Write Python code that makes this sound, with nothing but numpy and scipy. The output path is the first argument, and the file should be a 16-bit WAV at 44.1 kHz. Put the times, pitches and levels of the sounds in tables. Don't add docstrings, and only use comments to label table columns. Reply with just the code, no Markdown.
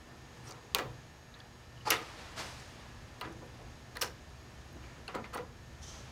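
import sys
import numpy as np
from scipy import signal
from scipy.fft import rfft, irfft
from scipy.io import wavfile

SR = 44100
rng = np.random.default_rng(int(sys.argv[2]) if len(sys.argv) > 2 else 0)


def dump_mix(stems):
    frames = np.atleast_2d(stems).T
    limited = np.clip(frames, -1, 1)
    pcm = np.round(limited * 32767).astype(np.int16)
    wavfile.write(sys.argv[1], SR, pcm)


def volts_from_db(level):
    exponent = np.asarray(level, float) / 20
    return 10 ** exponent


N = 269451

# (frequency [Hz], density [dB per Hz])
AIR_SPECTRUM = [(76, -16), (130, -1.5), (263, -10.5), (328, -7.5), (410, -10.5), (481, -16.5), (511, -14),
                (554, -11.5), (720, -12), (1750, -17.5), (2410, -19), (6470, -26.5), (16000, -49.5)]
# (frequency [Hz], density [dB per Hz])
DUCT_SPECTRUM = [(20, -13), (32, -5.5), (50, 0.5), (70, 5.5), (95, 0), (150, -9)]
# (time [s], hiss [dB], rumble [dB])
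DRAUGHT = [(0.0, -57.5, -58.5), (0.4, -55.5, -60.5), (0.8, -57.5, -55), (1.4, -58.5, -61),
           (2.4, -57, -54.5), (3.3, -56, -55), (4.0, -57, -55.5), (5.0, -56, -58), (5.5, -59, -55),
           (6.11, -54.5, -51)]
# (crest time [s], level [dB])
HUM_SURGES = [(0.45, -49.5), (0.89, -44.5), (1.41, -58), (1.87, -48), (2.43, -61), (2.63, -56), (2.9, -66),
              (3.37, -53), (3.69, -58.5)]
# (frequency [Hz], level [dB rms])
LAMP_BUZZ = [(240, -68.5), (480, -73), (600, -85), (1320, -80.5), (1680, -74), (1800, -71.5), (4080, -82.5),
             (4800, -79.5), (5400, -83), (5520, -83.5), (6120, -83), (6600, -78.5), (6720, -83.5),
             (6840, -83.5)]
# (frequency [Hz], density [dB per Hz])
FAR_SPECTRUM = [(150, -2), (300, -6), (900, -1.5), (2500, -7), (5000, -11), (9000, -22.5), (12000, -30),
                (16000, -41)]
# (time [s], rise [s], level [dB], t60 [s], treble [dB])
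FAR_PUSHES = [
    (1.93, 0.027, -48, 2.6, -8),
    (2.17, 0.021, -58, 1.5, -9),
    (2.359, 0.039, -40, 0.22, -4.5),
    (2.40, 0.065, -54, 1.6, -3),
    (2.74, 0.065, -61.5, 1.3, -32),
]
# (frequency [Hz], density [dB per Hz])
JET_SPECTRUM = [(3000, -4.5), (4300, -12), (6100, -0.5), (7500, -13.5), (12000, -28), (16000, -41)]
# (frequency [Hz], level [dB], t60 [s])
FRAME_MODES = [(330, -4, 0.26), (454, -6, 0.048), (500, -1.5, 0.15), (742, -3.5, 0.11), (820, -11, 0.06),
               (996, 1.5, 0.11), (1235, -3, 0.026), (1368, -3, 0.07), (1700, -12, 0.051),
               (1950, -6.5, 0.022), (2440, -10, 0.025), (2836, -13, 0.023), (3500, -30, .03),
               (4450, -2, 0.049)]
# (time [s], level [dB], t60 [s], favoured [Hz])
RUBS = [
    (0.05, -60.5, 1, 724),
    (0.41, -54.5, 1, 1080),
]
# (time [s], level [dB], t60 [s], favoured [Hz])
SLIDES = [(0.43, -64, .4, 8900), (0.455, -52, 0.33, 5700), (0.785, -43.5, 0.48, 510),
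          (0.84, -41, 0.28, 142), (1.332, -58.5, 0.92, 1700), (1.848, -40, 0.76, 1210),
          (1.85, -40, 0.4, 4750), (3.222, -46, 0.28, 1580), (3.24, -48, 0.96, 330),
          (3.399, -50.5, 0.56, 500), (3.583, -51.5, 0.4, 500), (4.74, -54, .5, 303),
          (4.809, -57.5, 1, 2250), (5.322, -42.5, 0.17, 1400), (5.338, -40, 0.14, 840),
          (5.375, -46.5, 0.54, 486)]
# (time [s], level [dB], hardness corner [Hz], favoured [Hz])
KNOCKS = [(0.748, -35, 5040, 2380), (0.753, -39, 1400, 996), (0.783, -35.5, 2230, 1070),
          (1.904, -28, 6000, 2030), (1.916, -30.5, 4500, 2760), (1.905, -41, 13900, 5600),
          (1.915, -39.5, 1210, 476), (1.930, -40, 5000, 1220), (3.21, -42, 2020, 1230),
          (3.953, -45, 1780, 1680), (4.012, -30, 13500, 5440), (4.022, -39.5, 2110, 1560),
          (4.022, -43.5, 900, 517), (5.080, -46.5, 2500, 2570), (5.083, -46, 1300, 1100),
          (5.140, -38, 1300, 1250), (5.157, -46, 1200, 980), (5.150, -37.5, 594, 216),
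          (5.240, -48.5, 2540, 2080), (5.331, -46, 6950, 15600), (5.373, -44.5, 2000, 1160)]
# (time [s], length [s], level [dB], frequency [Hz])
SQUEAKS = [
    (0.471, .012, -54, 5650),
    (1.760, .042, -62, 2950),
    (1.803, .018, -58, 2950),
    (1.862, .03, -34.5, 850),
    (1.953, .024, -45, 3620),
]
# (time [s], peak [dB], first ring [Hz], second ring [Hz], crack [dB])
SNAPS = [
    (0.5089, -35.5, 9050, 6800, 0.1),
    (0.5223, -36, 5700, 4730, 4),
    (0.7480, -4, 4460, 1145, 23),
    (1.9040, -7.5, 14500, 11300, 7),
    (1.9064, -6.5, 11300, 5630, 5),
    (3.9702, -27, 1830, 4060, 4),
    (3.9950, -42, 9200, 6200, 4),
    (4.0226, -18.5, 4200, 2800, -4.5),
    (4.0243, -18, 4440, 14200, 0),
]
# (time [s], peak [dB], first ring [Hz], second ring [Hz])
PINGS = [(0.4915, -44, 6330, 14300), (0.511, -38.5, 6400, 4780), (1.391, -52, 4200, 9450),
         (1.4025, -40.5, 4450, 3450), (1.9084, -17.5, 11300, 2760), (3.2000, -52, 14000, 11000),
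         (3.2117, -29.5, 2840, 4080), (3.212, -38.5, 9550, 13650), (3.325, -47, 6060, 10600),
         (3.4620, -57, 11600, 14000), (3.969, -37, 10200, 13400), (4.7285, -52, 14470, 12500),
         (4.8300, -61, 14300, 11500), (5.0795, -30.5, 2750, 4250), (5.0793, -42, 1510, 9500),
         (5.3461, -34.5, 9600, 15500)]
# (time [s], peak [dB], first ring [Hz], second ring [Hz], crack [dB])
RATTLES = [
    (0.785, -25, 6250, 6900, 15),
    (1.3411, -47.5, 3720, 3900, -12),
    (2.5975, -47, 7500, 5470, 1),
    (3.9544, -39.5, 4080, 1750, 3.5),
    (4.0123, -27, 13700, 5320, 1),
    (5.1495, -32.5, 4100, 7300, 15),
    (5.2414, -46, 3740, 2240, -20),
    (5.3735, -34, 3700, 5860, 16),
]

HUM_EARLY_DB, HUM_LATE_DB, SURGE_HALF_WIDTH_S = -63.5, -57, 0.052
WHINE_HZ, WHINE_WIDTH_HZ, WHINE_DB = 11300, 250, -83
VALVE_S, JET_RISE_S, JET_HOLD_S, JET_DB, JET_T60_S = 5.808, 0.024, 0.075, -53.5, 0.8
WASH_LAG_S, WASH_RISE_S, WASH_DB, WASH_T60_S = 0.046, 0.08, -56, 1.5
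ROOM_T60_S, ROOM_DB, WALL_CUT_HZ = 0.5, -20, 4500
KNOCK_RISE_S, KNOCK_T60_S, HARD_IS_SHORT = 0.0064, 0.33, 0.24
SLIDE_RISE_S, RUB_RISE_S, CORNER_OVER_FAVOURED = 0.027, 0.083, 1.2
BASS_CUT_SHARE, BASS_CUT_TOP_HZ = 0.24, 310
SNAP_CHATTER_T60_S, PING_CHATTER_T60_S, RATTLE_CHATTER_T60_S = 0.013, 0.02, 0.068
SNAP_WIDTH, PING_WIDTH = 0.17, 0.089
PING_CRACK_DB, SECOND_RING_GAIN = -9, 0.98
MIC_TOP_HZ, MIC_HISS_DB = 16500, -78.5


def rms_one(x):
    return x / np.sqrt(np.mean(x ** 2) + 1e-20)


def peak_one(x):
    return x / np.abs(x).max()


def add(track, s, piece):
    at = round(s * SR)
    track[at:at + len(piece)] += piece[:N - at]


def in_time(rows):
    s, first, *others = np.transpose(rows)
    t = np.arange(N) / SR
    return [np.interp(t, s, first, left=-140, right=-140)] + [np.interp(t, s, c) for c in others]


def drift(rate_hz):
    r = np.exp(-80 * np.pi * rate_hz / SR)
    white = rng.standard_normal(N // 40 + 2002)
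    slow = signal.lfilter([1], [1, -2 * r, r * r], white)[2000:]
    return np.interp(np.arange(N) / 40, np.arange(len(slow)), rms_one(slow))


def coloured(spectrum):
    hz, level_db = np.transpose(spectrum)
    log_hz = np.log(np.arange(N // 2 + 1) * SR / N + 1e-3)
    shape = volts_from_db(np.interp(log_hz, np.log(hz), level_db, left=-90, right=-90))
    return rms_one(irfft(rfft(rng.standard_normal(N)) * shape, N))


def swell(s, rise_s, hold_s, t60_s):
    t = np.arange(N) / SR - s
    attack = np.clip(t / max(rise_s, .001), 0, 1)
    return attack * volts_from_db(-60 * np.maximum(t - rise_s - hold_s, 0) / max(t60_s, .01))


def resonate(x, hz, width_hz):
    r = np.exp(-np.pi * width_hz / SR)
    poles = [1, -2 * r * np.cos(2 * np.pi * hz / SR), r * r]
    return signal.lfilter(np.array([1, 0, -1]) * (1 - r * r) / 2, poles, x)


def ring(force, hz, share):
    width_hz = share * hz * np.sqrt(hz / 3500)
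    return resonate(resonate(force, hz, width_hz), hz, 3 * width_hz)


def dull(x, corner_hz):
    return signal.lfilter(*signal.butter(2, np.clip(corner_hz, 100, .45 * SR), fs=SR), x)


def grit(size, rough_db):
    slip_gain = volts_from_db(rough_db * rng.standard_normal(size // 24 + 1)).repeat(24)[:size]
    return rms_one(rng.standard_normal(size) * slip_gain)


def hum_gain():
    t = np.arange(N) / SR
    steady = volts_from_db(np.linspace(HUM_EARLY_DB, HUM_LATE_DB, N))
    surges = sum(volts_from_db(level_db) * np.exp(-np.abs((t - s) / SURGE_HALF_WIDTH_S)) for s, level_db in HUM_SURGES)
    return steady + surges


def workroom_air():
    t = np.arange(N) / SR
    hiss_db, rumble_db = in_time(DRAUGHT)
    hiss = volts_from_db(hiss_db + 1.2 + .4 * drift(3.0)) * coloured(AIR_SPECTRUM)
    rumble = volts_from_db(rumble_db + 1.4 * drift(9.9)) * coloured(DUCT_SPECTRUM)
    white = rng.standard_normal(N)
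    motor_noise = rms_one(resonate(resonate(white, 128.4, 33.0), 128.4, 33.0))
    hum = 1.04 * np.sin(2 * np.pi * 120 * t) + 0.38 * motor_noise
    buzz = sum(volts_from_db(db + 3.5 + 2.64 * drift(8.1)) * np.sin(2 * np.pi * (hz * t + rng.random()))
               for hz, db in LAMP_BUZZ)
    whine = volts_from_db(WHINE_DB) * rms_one(resonate(white, WHINE_HZ, WHINE_WIDTH_HZ))
    return hiss + rumble + hum_gain() * hum + buzz + whine


def far_sliding():
    noise = coloured(FAR_SPECTRUM)
    low = dull(noise, 6300.0)
    return sum(volts_from_db(level_db) * swell(s, rise_s, 0, t60_s) * (low + volts_from_db(treble_db + 8.0) * (noise - low))
               for s, rise_s, level_db, t60_s, treble_db in FAR_PUSHES)


def far_valve():
    flutter = volts_from_db(JET_DB + 1.2 * drift(25.0))
    jet = flutter * swell(VALVE_S, JET_RISE_S, JET_HOLD_S, JET_T60_S) * coloured(JET_SPECTRUM)
    wash = swell(VALVE_S + WASH_LAG_S, WASH_RISE_S, 0, WASH_T60_S) * coloured(FAR_SPECTRUM[1:5])
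    return jet + volts_from_db(WASH_DB) * wash


def workroom(x):
    t = np.arange(SR) / SR
    echoes = rng.standard_normal(SR) * np.minimum(t / 0.023, 1) * volts_from_db(-60 * t / ROOM_T60_S)
    low = dull(echoes, WALL_CUT_HZ)
    echoes = low + (echoes - low) * volts_from_db(-90 * t)
    return signal.fftconvolve(x, echoes / np.sqrt(np.sum(echoes ** 2)))[:N]


def squeaks():
    out = np.zeros(N)
    for s, length_s, level_db, hz in SQUEAKS:
        size = round(length_s * SR)
        narrow = resonate(rng.standard_normal(size), hz, .08 * hz)
        song = rms_one(resonate(narrow, hz, .08 * hz))
        add(out, s, volts_from_db(level_db) * song * np.hanning(size) ** .5)
    return out


def contacts():
    rows = []
    for s, level_db, corner_hz, hz in KNOCKS:
        brief = (corner_hz / 1000) ** -HARD_IS_SHORT
        rows.append((s, KNOCK_RISE_S * brief, level_db, KNOCK_T60_S * brief, corner_hz, hz))
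    for table, rise_s in ((SLIDES, SLIDE_RISE_S), (RUBS, RUB_RISE_S)):
        rows += [(s, rise_s, level_db, t60_s, CORNER_OVER_FAVOURED * hz, hz) for s, level_db, t60_s, hz in table]
    return rows


def through_frame(force, sway_db, direct):
    out = direct * force
    for (hz, level_db, t60_s), luck in zip(FRAME_MODES, rng.standard_normal(len(FRAME_MODES))):
        gain = volts_from_db(level_db + 4 + sway_db * np.clip(luck, -2, 1))
        out = out + gain * resonate(force, hz, 3.2 / t60_s)
    return out


def drags_and_knocks():
    out, t = np.zeros(N), np.arange(SR * 3 // 5) / SR
    for s, rise_s, level_db, t60_s, corner_hz, hz in contacts():
        slips = grit(len(t), rough_db=2.6)
        attack = np.minimum(t / max(rise_s, .001), 1)
        fade = volts_from_db(-60 * np.maximum(t - rise_s, 0) / max(t60_s, .01))
        felt = rms_one(dull(slips, corner_hz) + 0.0047 * slips)
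        lows = dull(felt, 0.56 * corner_hz)
        force = attack * (fade * lows + fade ** 1.47 * (felt - lows))
        body = through_frame(force, sway_db=2.0, direct=0.7)
        body += 1.62 * resonate(force, hz, 0.11 * hz)
        bass_cut = signal.butter(2, min(BASS_CUT_SHARE * hz, BASS_CUT_TOP_HZ), "high", fs=SR)
        add(out, s, volts_from_db(level_db) * signal.lfilter(*bass_cut, body))
    return out


def clicks():
    out, t = np.zeros(N), np.arange(SR // 10) / SR
    pings = [tuple(row) + (PING_CRACK_DB,) for row in PINGS]
    for rows, t60_s, width in ((SNAPS, SNAP_CHATTER_T60_S, SNAP_WIDTH),
                               (pings, PING_CHATTER_T60_S, PING_WIDTH),
                               (RATTLES, RATTLE_CHATTER_T60_S, PING_WIDTH)):
        for s, peak_db, first_hz, second_hz, crack_db in rows:
            force = .12 * grit(len(t), rough_db=4.0) * volts_from_db(-60 * t / max(t60_s, .004))
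            force[0] = -1
            first = peak_one(ring(force, first_hz, width))
            second = SECOND_RING_GAIN * peak_one(ring(force, second_hz, width))
            crack = resonate(force, 3900, 3400.) + .2 * np.diff(force, prepend=0)
            piece = first + second + 1.5 * volts_from_db(crack_db) * peak_one(crack)
            add(out, s, volts_from_db(peak_db) * peak_one(piece))
    return out


def scene():
    tool = squeaks() + drags_and_knocks() + clicks()
    background = workroom_air() + far_sliding() + far_valve()
    return (background + tool + volts_from_db(ROOM_DB) * workroom(tool))[None]


def roll_off(x):
    return signal.sosfilt(signal.butter(12, 16820, fs=SR, output="sos"), x)


def record(dry):
    heard = dry + volts_from_db(MIC_HISS_DB) * rng.standard_normal(dry.shape)
    low_pass = signal.cheby2(10, 60, MIC_TOP_HZ + 500, fs=SR, output="sos")
    mix = signal.sosfilt(low_pass, heard)
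    return roll_off(mix)


dry = scene()
out = record(dry)
dump_mix(out)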